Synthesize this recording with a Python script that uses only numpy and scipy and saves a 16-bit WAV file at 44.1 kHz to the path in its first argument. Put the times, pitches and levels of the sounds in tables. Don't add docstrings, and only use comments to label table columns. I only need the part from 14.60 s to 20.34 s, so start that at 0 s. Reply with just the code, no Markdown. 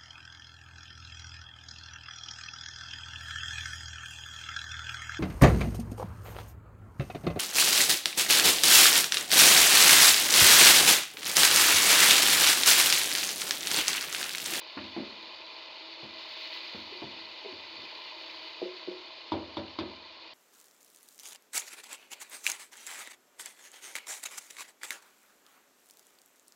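import sys
import numpy as np
from scipy import signal
from scipy.fft import rfft, irfft, next_fast_len
from scipy.io import wavfile
from scipy.ndimage import map_coordinates

SR = 44100
rng = np.random.default_rng(int(sys.argv[2]) if len(sys.argv) > 2 else 0)


def inscribe(sig):
    pcm = np.round(np.clip(np.atleast_2d(sig).T, -1, 1) * 32767)
    wavfile.write(sys.argv[1], SR, pcm.astype(np.int16))


N = 252944

# start_s, push_s, added_sizzle_limit_db
STROKES = [(0.0, 0.28, -52), (0.625, 0.037, -60), (1.534, 0.39, -42.5), (2.07, 0.1, -47.5),
           (2.38, 0.17, -53), (2.965, 0.43, -48), (3.556, 0.19, -46.5)]
# freq_hz, gain_db
SIZZLE_CURVE = [(600, -54), (1200, -11.5), (1650, -6.5), (2400, -3), (3300, -2.5), (4400, 1.5),
                (4900, -2.5), (5700, -19.5), (6500, -21.5), (7300, -31), (8200, -46.5), (16000, -77.5)]
SIMMER_CURVE = [(40, -37.5), (90, -14.5), (150, -27), (220, -13.5), (330, -14.5), (1000, -6), (1400, -9),
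                (2500, -24.5), (6000, -76)]
SPRAY_CURVE = [(5000, -31), (8000, -18.5), (11000, -9), (13800, -7), (14900, -1), (15800, -4.5)]
# freq_hz, width_hz, gain_db
AIR_LOW = [(326.6, 19.6, -1), (524, 153, -9.5), (642, 19, 2), (870, 124, -6), (1041, 98, -2)]
AIR_HIGH = [(2017, 40, 1.3), (2437, 146, 1.6), (2980, 87, 3.1), (3560, 65, 2.2), (3996, 193, 1.2),
            (4500, 96, 0.4)]

# start_s, level_db (before trim), then relative body_db, thump_db,
# clack_db, spoon_db, and drag_t60_s, floor_pitch_hz, floor_db
BUMPS = [(0.169, -35, -2, -10.5, -0.5, -8, 0.03, 283, 3), (0.222, -45, 1, -11, -17, -17, 0.016, 271, -3),
         (0.364, -31, -0.5, -16.5, -19, -3.5, 0.029, 336, 3.5),
         (0.378, -32, -14, -35, -18, -10, 0.017, 228, 2), (0.403, -36, -12, -25, -22, -12, 0.022, 262, 6),
         (1.428, -42, -1, -11, -18, 0, 0.03, 141, -4.5),
         (2.146, -36.5, -4.5, -12.5, -11, -5.5, 0.06, 227, 0),
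         (2.419, -37, -14, -17, -21, 2.5, 0.03, 330, 0.5),
         (2.436, -40.5, 1.5, -10, -22, -1, 0.023, 140, -2.5),
         (2.924, -41, -20, -13, -27, -14, 0.02, 294, -2.5)]
# start_s, level_db, reflection_pitch_hz, contact_cutoff_hz,
# then relative slap_db, reflection_db, room_return_db
PATS = [(2.312, -41.5, 396, 420, -18, -9.5, -10), (2.846, -40, 410, 1400, -8.5, -5, -9),
        (4.016, -30.5, 363, 1500, -7.5, -4, -8), (4.273, -34, 353, 602, -11, -2.5, -8.5)]
# start_s, length_s, level_db
SLIDES = [(2.46, 0.24, -59), (3.13, 0.16, -56.5)]
# start_s, level_db (before trim), relative thump_db, rim_db, crack_db,
# tip_pitch_hz, tip_db, favoured_mode_hz, favoured_mode_db, room_body_db
RAPS = [(4.719, -19, -7.5, -12.5, -14.5, 955, -3, 598, -14.5, -2.5),
        (4.969, -24, -7.5, -6.5, -11, 963, -4, 572.4, -7, -18),
        (5.187, -22, -9, -8, -7.5, 1056, -6, 363.5, -5.5, -12)]

# freq_hz, level_db, t60_s
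BODY_MODES = [(210.4, 0.5, 0.33), (232.4, -18, 0.71), (265.7, -3.5, 0.54), (319.8, 5, 0.28),
              (353.4, -0.5, 0.41), (488, -10, 0.26), (565, -3.5, 0.38), (603, -2.5, 0.34), (654, -6, 0.42),
              (745, -8.5, 0.22), (906, -16.5, 0.38), (954, -6.5, 0.38), (1306, -12.5, 0.18),
              (1370, -16.5, 0.22)]
THUMP_MODES = [(75, -7.5, 1), (95.6, 0, 0.56), (137.3, -3.5, 0.34)]
# freq_hz, level_db, t60_s
RIM_MODES = [(2070, -6, 0.09), (2300, -7, 0.13), (3030, -12, 0.12), (3330, -0.5, 0.097), (3560, -1, 0.15),
             (3704, -5, 0.17), (3800, -6, 0.06), (4770, -11, 0.06)]
HANDLE_MODES = [(322.8, -2.5, 0.21), (628, -13, 0.066)]
RETURN_MODES = [(364, 5, 0.35), (403, -12, 0.43), (468, -8.5, 0.29), (524, -4, 0.21), (562, -11.5, 0.2),
                (650, -11.5, 0.18)]
BLADE_MODES = [(342, -1, 0.082), (483, 1.5, 0.08), (646, -2.5, 0.19), (810, -10.5, 0.09)]
# pitch_multiple, level_db, t60_s
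FLOOR_MODES = [(1, 1, 0.11), (1.63, -13.5, 0.11), (2.15, -20, 0.2)]
REFLECTION_MODES = [(0.55, -26, 0.16), (1, 7, 0.043), (1.75, -12.5, 0.045)]
TIP_MODES = [(0.84, -10.5, 0.04), (1, 3, 0.036), (1.24, -12, 0.05)]

# freq_hz, gain_db
THUD_CURVE = [(70, -25), (140, -24.5), (220, -1), (320, -3.5), (420, -1.5), (530, -10.5), (750, -10.5),
              (1100, -23.5), (1500, -21), (6000, -64)]
CLACK_CURVE = [(400, -31.5), (900, 7), (1850, 4.5), (2200, 1.5), (5000, -30.5), (8000, -69)]
KNOCK_CURVE = [(150, -36), (350, 8), (600, 5), (950, 1.5), (1300, -14), (2200, -17), (6000, -54)]
SAUCE_CURVE = [(60, -51), (100, -36.5), (150, -41), (200, -12.5), (250, -25.5), (320, 10.5), (390, 9),
               (480, -2.5), (650, -15.5), (900, -27), (1500, -31), (5000, -81)]
RUMBLE_CURVE = [(50, -14), (90, -4.5), (150, -4.5), (230, -4), (320, 1.5), (450, -4.5), (900, -30),
                (3000, -90)]
WOOD_CURVE = [(80, -23.5), (150, -12.5), (210, -3.5), (330, 2), (450, 0.5), (620, -4), (780, -2.5),
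              (1000, -12), (1400, -8.5), (2200, -19), (4500, -27), (5800, -41), (7300, -54), (8500, -75)]
CRACK_CURVE = [(600, -47), (1200, -2), (1700, -5), (2400, -5), (3500, 5.5), (4600, 5.5), (5700, -10.5),
               (7200, -27.5), (8300, -49), (12000, -43), (16000, -68)]
ROOM_BODY_CURVE = [(120, -34.5), (220, -2), (380, 0.5), (600, -1.5), (780, 1), (900, -12), (1200, -19),
                   (2500, -54), (7000, -100)]
# freq_hz, t60_s
KITCHEN_DECAY = [(100, 1), (350, 0.52), (1000, 0.45), (4000, 0.059)]

SIZZLE_DB, SIMMER_DB, SPRAY_DB = -47, -53, -84.5
FLARE_TAU_S, DRY_TAU_S = 0.27, 0.25
COVER_START_S, COVER_TAU_S, COVERED_DB = 4.04, 0.92, -4.5
SPRAY_DB_PER_SIZZLE_DB, SIMMER_DB_PER_COVER_DB = 2.3, 0.61
GRAIN_HZ, GRAIN_LOG_SPREAD, GRAIN_CYCLES, GRAIN_DB = 3500, 0.26, 10, -8

THUMP_RISE_S, BODY_RISE_S, FAVOURED_T60_S = 0.0078, 0.02, 0.19
SKID_S, REFLECTION_S, RETURN_S, ROOM_BODY_S = 0.005, 0.00693, 0.034, 0.018
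RAP_SPOON_DB, RAP_BODY_DB, RAP_WOOD_DB = 1.5, -5.5, -8
RAP_BUZZ_DB, RAP_CLACK_DB = -1.5, -17
FAR_WALL_S, FAR_WALL_DB, FAR_WALL_HZ = 0.046, -14.5, 583
LOW_HZ, TOP_HZ = 59, 15800


def amp(db):
    return 10 ** (np.asarray(db) / 20)


def unit(x):
    return x / np.sqrt(np.mean(x ** 2) + 1e-20)


def blow(x):
    return x / np.sqrt(np.mean(x[:SR // 25] ** 2) + 1e-20)


def along(points, hz):
    f, v = np.transpose(points)
    return np.interp(np.log(hz + 1), np.log(f + 1), v)


def wobble(rate_hz):
    knots = rng.standard_normal(int(N * rate_hz / SR) + 4)
    return map_coordinates(knots, [np.arange(N) * rate_hz / SR])


def swell(start_s, length_s):
    return np.sin(np.pi * np.clip((np.arange(N) / SR - start_s) / length_s, 0, 1))


def filtered(x, response):
    m = next_fast_len(len(x) + SR // 2)
    return irfft(rfft(x, m) * response(np.fft.rfftfreq(m, 1 / SR)), m)[:len(x)]


def coloured(x, points):
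    size = 8192
    cepstrum = irfft(np.log(amp(along(points, np.fft.rfftfreq(size, 1 / SR)))))
    cepstrum[1:size // 2] *= 2
    cepstrum[size // 2 + 1:] = 0
    impulse = irfft(np.exp(rfft(cepstrum)))
    return signal.fftconvolve(x, impulse)[:len(x)]


def resonant(x, peaks):
    def response(f):
        total = 0
        for k, (hz, width_hz, db) in enumerate(peaks):
            band = 1j * f * width_hz
            total = total + (-1) ** k * amp(db) * band / (hz * hz - f * f + band)
        return total
    y = filtered(x, response)
    low_hz = min(p[0] for p in peaks) * 0.76
    high_hz = min(max(p[0] for p in peaks) * 1.088, SR / 3)
    return signal.sosfilt(signal.butter(8, [low_hz, high_hz], 'band', fs=SR, output='sos'), y)


def softened(x, hz):
    return signal.sosfilt(signal.butter(2, min(hz, SR / 3), fs=SR, output='sos'), x)


def pops(rate_hz, spread_db):
    hits = rng.random(N) < rate_hz / SR
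    return unit(hits * rng.standard_normal(N) * amp(spread_db * rng.standard_normal(N)))


def tuned(modes, hz):
    return [(k * hz, db, t60_s) for k, db, t60_s in modes]


def ring(modes, rise_s=0.0011):
    t = np.arange(SR) / SR
    total = 0
    for k, (hz, db, t60_s) in enumerate(modes):
        decay = amp(db + rng.normal() - 60 * t / t60_s)
        total = total + decay * np.sin(2 * np.pi * hz * t) * (-1) ** k
    return blow((1 - np.exp(-(t / rise_s) ** 2)) * total)


def contact(t60_s, chatter_db):
    chatter = rng.standard_normal(SR) * amp(-60 * np.arange(SR) / SR / t60_s)
    return signal.unit_impulse(SR) + amp(chatter_db) * chatter / np.linalg.norm(chatter)


def echoed(x, wet_db):
    hz, t, z = signal.stft(rng.standard_normal(SR), SR, nperseg=256)
    decay = amp(-60 * t / along(KITCHEN_DECAY, hz)[:, None])
    tail = signal.istft(z * decay, SR, nperseg=256)[1]
    tail[:round(.007 * SR)] = 0
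    return x + amp(wet_db) * signal.fftconvolve(x, tail / np.linalg.norm(tail))[:len(x)]


def add(track, start_s, sound):
    part = track[round(start_s * SR):][:len(sound)]
    part += sound[:len(part)]


def in_pot(x, t60_s, wet_db):
    return unit(signal.fftconvolve(x, contact(t60_s, wet_db))[:N])


def tonal_grains(rate_hz, spread_db):
    pitch, size = rng.standard_normal((round(rate_hz * N / SR), 2)).T
    hz = np.minimum(GRAIN_HZ * np.exp(GRAIN_LOG_SPREAD * pitch), SR / 3)[:, None]
    cycles = hz * np.arange(400) / SR
    grains = np.sin(2 * np.pi * cycles) * np.exp(-cycles / GRAIN_CYCLES)
    grains *= amp(spread_db * size)[:, None]
    starts = rng.integers(0, N, len(grains))[:, None]
    places = starts + np.arange(grains.shape[1])
    return unit(np.bincount(places.ravel(), grains.ravel(), N)[:N])


def boiling():
    t = np.arange(N) / SR
    covered_db = COVERED_DB * (1 - np.exp(-np.maximum(t - COVER_START_S, 0) / COVER_TAU_S))
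    power = amp(SIZZLE_DB + covered_db) ** 2
    for start_s, push_s, db in STROKES:
        wetted = 1 - np.exp(-np.clip(t - start_s, 0, push_s) / FLARE_TAU_S)
        drying = np.exp(-np.maximum(t - start_s - push_s, 0) / DRY_TAU_S)
        power = power + amp(db) ** 2 * wetted * drying
    sizzle_db = 10 * np.log10(power)
    simmer_db = SIMMER_DB + SIMMER_DB_PER_COVER_DB * covered_db
    spray_db = SPRAY_DB + SPRAY_DB_PER_SIZZLE_DB * (sizzle_db - SIZZLE_DB)
    return sizzle_db, simmer_db, spray_db


def cooking():
    sizzle_db, simmer_db, spray_db = boiling()
    bursts = unit(pops(1500, spread_db=-1.5) + amp(4.5) * rng.standard_normal(N))
    hiss = in_pot(coloured(bursts, SIZZLE_CURVE), t60_s=.07, wet_db=-10)
    hollow = in_pot(resonant(pops(5000, spread_db=3), AIR_HIGH), t60_s=.1, wet_db=-7)
    spits = in_pot(coloured(pops(60, spread_db=2), SIZZLE_CURVE), t60_s=.04, wet_db=3)
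    grain = unit(coloured(tonal_grains(450, spread_db=4.5), SIZZLE_CURVE))
    sizzle = amp(-3.0) * hiss + amp(-3.5) * hollow + amp(-14.5) * spits + amp(GRAIN_DB) * grain
    sizzle *= amp(sizzle_db + 0.5 * wobble(20))

    bubbles = unit(resonant(pops(1500, spread_db=0.5), AIR_LOW))
    seethe = unit(coloured(rng.standard_normal(N), SIMMER_CURVE))
    simmer = amp(simmer_db + 0.2 * wobble(3.5)) * (amp(-0.5) * bubbles + amp(-6.0) * seethe)

    droplets = pops(2700, spread_db=-12.0) + amp(10.5) * bursts
    spray = amp(spray_db + 1.2 * wobble(24)) * unit(coloured(droplets, SPRAY_CURVE))
    return sizzle + simmer + spray


def bumps():
    track = np.zeros(N)
    for start_s, db, body_db, thump_db, clack_db, spoon_db, drag_t60_s, floor_hz, floor_db in BUMPS:
        push = contact(drag_t60_s, chatter_db=-8)
        knock = blow(coloured(echoed(push, wet_db=-7.5), THUD_CURVE))
        floor = ring(tuned(FLOOR_MODES, floor_hz), rise_s=0.001)
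        body = blow(softened(ring(BODY_MODES, BODY_RISE_S), 490))
        thump = ring(THUMP_MODES, THUMP_RISE_S)
        skid = contact(t60_s=0.11, chatter_db=30)
        clack = blow(coloured(echoed(skid, wet_db=-15), CLACK_CURVE))
        spoon = blow(coloured(contact(t60_s=0.1, chatter_db=8), KNOCK_CURVE))
        bump = knock / 2 + amp(floor_db) * floor + amp(body_db) * body
        bump += amp(thump_db) * thump + amp(spoon_db) * spoon
        add(track, start_s, amp(db - 11.0) * bump)
        add(track, start_s + SKID_S, amp(db + clack_db - 9.0) * clack)
    return track


def pats():
    track = np.zeros(N)
    for start_s, db, reflection_hz, contact_hz, slap_db, reflection_db, room_return_db in PATS:
        push = contact(t60_s=0.08, chatter_db=10)
        splash = blow(coloured(echoed(push, wet_db=-6), SAUCE_CURVE))
        blade = ring(BLADE_MODES, rise_s=0.0014)
        slap = blow(softened(blade + amp(-8) * splash, contact_hz))
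        reflection = ring(tuned(REFLECTION_MODES, reflection_hz), rise_s=0.007)
        room_return = ring(RETURN_MODES, rise_s=0.003)
        add(track, start_s, amp(db + slap_db) * slap)
        add(track, start_s + REFLECTION_S, amp(db + reflection_db) * reflection)
        add(track, start_s + RETURN_S, amp(db + room_return_db) * room_return)
    return track


def slides():
    track = np.zeros(N)
    for start_s, length_s, db in SLIDES:
        rumble = unit(coloured(pops(290, spread_db=1.0), RUMBLE_CURVE))
        track += amp(db) * swell(start_s, length_s) * rumble
    return track


def raps():
    track = np.zeros(N)
    for (start_s, db, thump_db, rim_db, crack_db,
         tip_hz, tip_db, favoured_hz, favoured_db, room_body_db) in RAPS:
        tip = echoed(ring(tuned(TIP_MODES, tip_hz), rise_s=0.00095), wet_db=-16)
        spoon = amp(RAP_SPOON_DB) * ring(HANDLE_MODES) + amp(tip_db) * tip
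        favoured = ring([(favoured_hz, 0, FAVOURED_T60_S)], BODY_RISE_S)
        body = amp(RAP_BODY_DB) * ring(BODY_MODES, BODY_RISE_S) + amp(favoured_db) * favoured

        wood_push = contact(t60_s=0.041, chatter_db=-9.0)
        wood = blow(coloured(echoed(wood_push, wet_db=1), WOOD_CURVE))
        crack_push = contact(t60_s=0.082, chatter_db=23)
        crack = blow(coloured(echoed(crack_push, wet_db=1.5), CRACK_CURVE))
        buzz_push = contact(t60_s=.02, chatter_db=-9)
        buzz = blow(signal.fftconvolve(ring(RIM_MODES), buzz_push)[:SR])
        clack_push = contact(t60_s=0.073, chatter_db=16.5)
        clack = blow(coloured(echoed(clack_push, wet_db=-13.5), CLACK_CURVE))

        metal = amp(RAP_BUZZ_DB) * buzz + amp(RAP_CLACK_DB) * clack
        knock = spoon + body + amp(RAP_WOOD_DB) * wood
        thump = amp(thump_db - 2.5) * ring(THUMP_MODES, THUMP_RISE_S)
        rap = knock + thump + amp(rim_db) * metal + amp(crack_db) * crack
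        rap *= amp(db - 14.5)

        room_push = contact(t60_s=0.17, chatter_db=25)
        room_body = blow(coloured(echoed(room_push, wet_db=-12), ROOM_BODY_CURVE))
        add(track, start_s, rap)
        add(track, start_s + ROOM_BODY_S, amp(db + room_body_db - 17.5) * room_body)
        add(track, start_s + FAR_WALL_S, amp(FAR_WALL_DB) * softened(rap, FAR_WALL_HZ))
    return track


def scene():
    return (cooking() + bumps() + pats() + slides() + raps())[None]


def record(dry):
    thin = signal.sosfilt(signal.butter(6, LOW_HZ, 'high', fs=SR, output='sos'), dry)
    return np.array([filtered(channel, lambda hz: hz < TOP_HZ) for channel in thin])


dry = scene()
out = record(dry)
inscribe(out)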